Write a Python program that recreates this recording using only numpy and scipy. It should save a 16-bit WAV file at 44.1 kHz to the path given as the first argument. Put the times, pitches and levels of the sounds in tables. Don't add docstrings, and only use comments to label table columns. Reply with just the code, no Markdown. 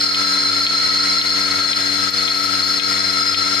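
import sys
import numpy as np
from scipy import signal
from scipy.fft import rfft, irfft, next_fast_len
from scipy.io import wavfile
from scipy.ndimage import uniform_filter1d, minimum_filter1d, map_coordinates

SR = 44100
rng = np.random.default_rng(int(sys.argv[2]) if len(sys.argv) > 2 else 0)


def transcribe(u):
    v = np.clip(np.atleast_2d(u).T, -1, 1)
    q = np.round(v * 32767).astype(np.int16)
    wavfile.write(sys.argv[1], SR, q)


N = 158760
SHAFT_HZ, VANES, TOP_HZ = 23.977, 4, 15300


# (shaft multiple [rounded in use], level [dB], left-right [dB])
HUM_ORDERS = [(4, -43.5, 8), (8.164, -40.5, 5), (11, -56.5, -3), (12, -34, 6), (15.5, -57.5, 2),
              (16, -47.5, 12.5), (20, -41.5, -1.5), (24.52, -53, -4), (24.4, -50.5, 8), (28.47, -46, 13.5),
              (29, -58, -3), (30.3, -57.5, -3.5), (31.47, -52, 9), (35.1, -73, -48), (39.5, -60.5, -25.5),
              (43, -52, 1)]
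# (time [s], gain [dB])
LOWEST_ORDER_DB = [(0, -3), (.9, 0), (1.8, .3), (2.7, 1.7), (3.6, -1)]
def pump_hum():
    left_lead_s, skew_rad = .0001, -.31
    t = np.arange(N) / SR + np.array([[left_lead_s], [0]])
    orders = []
    for multiple, db, pan_db in HUM_ORDERS:
        peak = np.sqrt(2) * amp(db + 1.25 * wobble(rate_hz=6.3))
        phase = 2 * np.pi * round(multiple) * SHAFT_HZ * t + skew_rad + .3 * wobble(rate_hz=3.07)
        orders.append(peak * pan(pan_db) * np.cos(phase))
    lowest_db = curves(LOWEST_ORDER_DB)[0] + 1.5 * wobble(rate_hz=8.06)
    return amp(lowest_db) * orders[0] + sum(orders[1:])


# (frequency [Hz], width [Hz], relative level [dB])
CASING_MODES = [(1044, 55, -19), (1300.6, 27.5, -1), (1363, 39.6, -0.5), (1438, 58, -19.5),
                (1600.5, 7.3, -4.5), (1922, 33, -7.5), (2156, 80, -8), (3484, 47, -10.5)]
def vane_scrape():
    memory_turns, repeat_share, correlation = 6.5, .59, .31
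    feedback = np.exp(-1 / memory_turns)
    comb = lambda hz: 1 / (1 - feedback * np.exp(-2j * np.pi * hz / SHAFT_HZ))
    repeating = unit_rms(filtered(noise_pair(correlation), comb))
    scrape = np.sqrt(repeat_share) * repeating + np.sqrt(1 - repeat_share) * noise_pair(correlation)
    return amp(-25) * pan(12) * resonate(CASING_MODES, scrape)


# (frequency [Hz], width [Hz], relative level [dB])
LOW_MODES = [(4020, 50, -14), (4140, 46, 0), (4240, 100, -9.5)]
MID_MODES = [(4345, 18, -6), (4382, 22, 0), (4412, 25, -8)]
HIGH_MODES = [(5050, 55, 0), (5105, 50, -3), (5170, 28, -3)]
SHRILL_MODES = [(6020, 100, -3), (6361, 35, 2), (6635, 60, -1), (7075, 54, -3), (8930, 260, -8)]
# (time [s], low [dB], mid [dB], high [dB])
SQUEAL_DB = [(0, -18, -16, -17), (.4, -16.5, -21, -21.5), (.8, -18, -19, -21.5), (1.2, -18, -21.5, -21),
             (1.6, -19.5, -21.5, -24.5), (2, -17.5, -24.5, -21.5), (2.4, -20.5, -19.5, -23),
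             (2.8, -20.5, -21.5, -21), (3.2, -19, -26, -20.5), (3.6, -21, -27, -19)]
# (time [s], left-right [dB])
SQUEAL_PAN_DB = [(0, .5), (1.2, .3), (1.6, 3), (2.1, 3.8), (3.6, 3.5)]
def pump_squeal():
    squeal = 0
    for modes, db in zip((LOW_MODES, MID_MODES, HIGH_MODES), curves(SQUEAL_DB)):
        flutter_db = .7 * wobble(rate_hz=16)
        squeal += amp(db + flutter_db) * resonate(modes, noise_pair(correlation=.73))
    shrill = amp(-35) * pan(9.4) * resonate(SHRILL_MODES, noise_pair(correlation=.033))
    return pan(curves(SQUEAL_PAN_DB)[0]) * squeal + shrill


# (time [s], strength [dB], left-right [dB])
CHANGEOVERS = [(0.146, -12, 7.5), (0.6658, -12, 10), (1.2137, -10.5, 7), (1.7306, -9.5, 14),
               (2.2773, -11, 9.5), (2.7974, -16, 21.5), (3.3448, -16, 22)]
# (frequency [Hz], relative level [dB], T60 [s])
VALVE_MODES = [(2150, -6, .03), (2500, -4, .03), (2900, -5, .03), (3300, -2, .03), (3650, -1, .03),
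               (4200, -2, .012)]
# (frequency [Hz], gain [dB])
CRACK_EQ_DB = [(1300, -40), (1900, -3), (3600, -.5), (4600, -5), (5600, -35)]
def pulsator():
    bounce_s, bounce_loss_db, attack_s = .005, 9, .0004
    crack_db, crack_t60_s, thump_hz = 11, .008, 70
    bodies, cracks = np.zeros((2, 2, N + SR))
    t = np.arange(SR // 10) / SR
    thump = amp(-30) * np.sin(2 * np.pi * thump_hz * t) * np.exp(-t / .008)
    for start_s, db, pan_db in CHANGEOVERS:
        for bounce in range(4):
            ring = 0
            for hz, mode_db, t60_s in VALVE_MODES:
                decay = amp(mode_db + rng.normal(0, .74) - 60 * t / t60_s)
                ring += decay * np.sin(2 * np.pi * (hz * t + rng.random()))
            crack = amp(crack_db - 60 * t / crack_t60_s) * rng.standard_normal(len(t))
            at = round((start_s + bounce_s * bounce) * SR)
            gain = amp(db - bounce_loss_db * bounce) * pan(pan_db)
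            bodies[:, at:at + len(t)] += gain * (ring * (1 - np.exp(-t / attack_s)) + thump)
            cracks[:, at:at + len(t)] += gain * crack
    return bodies[:, :N] + equalize(cracks[:, :N], CRACK_EQ_DB)


# (frequency [Hz], relative density [dB])
RUSH_EQ_DB = [(15, -67), (25, -29), (87, -23.5), (234, -19), (286, -12.5), (340, -18), (481, -13.5),
              (1120, -20.5), (1330, -1.5), (1510, -6), (2740, -10), (3790, -6.5), (4740, -12), (5500, -11),
              (9100, -21.5), (9600, -80), (20000, -120)]
HISS_EQ_DB = [(9000, -26), (9700, -9), (10300, 0.5), (11000, 3.5), (12000, 2.5), (12600, -6.5),
              (14200, -2.5), (15200, -46)]
# (frequency [Hz], left-right correlation [0..1])
RUSH_CORRELATION = [(30, .4), (70, 0.99), (150, 1), (380, 0.44), (940, 0.57), (2360, 0.28), (5900, 0.064)]
# (frequency [Hz], left-right [dB])
RUSH_PAN_DB = [(60, 15), (120, 20), (240, 18), (470, 3.4), (940, 14), (1880, 2.8), (3740, 6), (7440, 2.9),
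               (14800, 28)]
# (time [s], level [dB])
HISS_DB = [(0.0, -48), (1.21, -47), (1.48, -46), (1.74, -48), (2.43, -44), (2.62, -45), (3.6, -48.5)]
def air():
    puff_depth, puff_from_hz = .14, 5200

    def mid_side(hz):
        angle = np.arccos(log_interp(RUSH_CORRELATION, hz)) / 2
        return amp(log_interp(RUSH_EQ_DB, hz)) * [np.cos(angle), np.sin(angle)]

    mid, side = filtered(rng.standard_normal((2, N)), mid_side)
    rush = filtered(np.array([mid + side, mid - side]), lambda hz: pan(log_interp(RUSH_PAN_DB, hz)))
    rush = amp(-25 + .64 * wobble(rate_hz=4.73)) * unit_rms(rush)
    upper = filtered(rush, lambda hz: hz > puff_from_hz)
    hiss = unit_rms(equalize(rng.standard_normal((2, N)), HISS_EQ_DB))
    hiss *= amp(curves(HISS_DB)[0] + .85 * wobble(rate_hz=14)) * pan(14)
    puff = 1 + puff_depth * np.cos(2 * np.pi * VANES * SHAFT_HZ * np.arange(N) / SR)
    return rush - upper + puff * (upper + hiss)


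# (time [s], level before filtering [dB])
TICKS = [(2.1061, -19.5)]
def tick():
    t60_s, from_hz, top_boost_db = .02, 11000, 12
    bursts, t = np.zeros(N + SR), np.arange(SR // 20) / SR
    for start_s, db in TICKS:
        at = round(start_s * SR)
        bursts[at:at + len(t)] += amp(db - 60 * t / t60_s) * rng.standard_normal(len(t))
    return pan(18) * filtered(bursts[:N], lambda hz: (hz > from_hz) * amp(top_boost_db * (hz > TOP_HZ)))


def room(x, t60_s=.3, delay_samples=300):
    tail = rng.standard_normal((2, SR // 2)) * amp(-60 * np.arange(SR // 2) / SR / t60_s)
    delayed = np.pad(x.mean(0), (delay_samples, 0))[None]
    return signal.fftconvolve(delayed, tail / np.linalg.norm(tail[0]), axes=1)[:, :N]


def amp(db):
    return 10 ** (np.asarray(db) / 20)


def unit_rms(x):
    return x / np.sqrt(np.mean(x ** 2) + 1e-20)


def pan(db):
    return amp(np.array([db / 2, -db / 2])).reshape(2, -1)


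def log_interp(points, hz):
    knots_hz, values = np.transpose(points)
    return np.interp(np.log(hz + 1), np.log(knots_hz + 1), values)


def curves(rows):
    times_s, *columns = np.transpose(rows)
    return [np.interp(np.arange(N) / SR, times_s, column) for column in columns]


def wobble(rate_hz):
    return map_coordinates(rng.standard_normal(400), [np.arange(N) * rate_hz / SR])


def noise_pair(correlation):
    common, left, right = rng.standard_normal((3, N))
    return np.sqrt(correlation) * common + np.sqrt(1 - correlation) * np.array([left, right])


def filtered(x, response):
    size = next_fast_len(N + SR // 2)
    return irfft(rfft(x, size) * response(np.fft.rfftfreq(size, 1 / SR)), size)[..., :N]


def equalize(x, points):
    return filtered(x, lambda hz: amp(log_interp(points, hz)))


def resonate(modes, drive):
    def response(hz):
        return sum((-1) ** k * amp(db) * 1j * hz * width / (centre ** 2 - hz ** 2 + 1j * hz * width)
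                   for k, (centre, width, db) in enumerate(modes))
    return np.array([unit_rms(channel) for channel in filtered(drive, response)])


def lag_right(x, lag_s=10 / SR):
    return filtered(x, lambda hz: np.exp(-2j * np.pi * hz * np.array([[0], [lag_s]])))


def scene():
    valve = pulsator()
    machine = pump_hum() + lag_right(vane_scrape() + pump_squeal() + valve)
    return machine + air() + amp(-7.5) * room(valve) + tick()


def record(dry):
    drive_db, threshold, firmness, clip_at = 4, .23, .9, .8
    sense_s, ahead_s, hold_s, smooth_s = .0012, .007, .026, .018
    x = amp(drive_db) * dry
    rms = np.sqrt(np.abs(uniform_filter1d(x ** 2, int(sense_s * SR) + 1)).max(0))
    target_gain = np.minimum(1, threshold / (rms + 1e-9)) ** firmness
    ahead, hold = int(ahead_s * SR), int(hold_s * SR)
    held_gain = minimum_filter1d(target_gain, ahead + hold, origin=(hold - ahead) // 2 - 1)
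    limited = x * uniform_filter1d(held_gain, int(smooth_s * SR))
    clipped = limited / (1 + np.abs(limited / clip_at) ** 6) ** (1 / 6)
    return filtered(clipped, lambda hz: hz < TOP_HZ)


dry = scene()
out = record(dry)
transcribe(out)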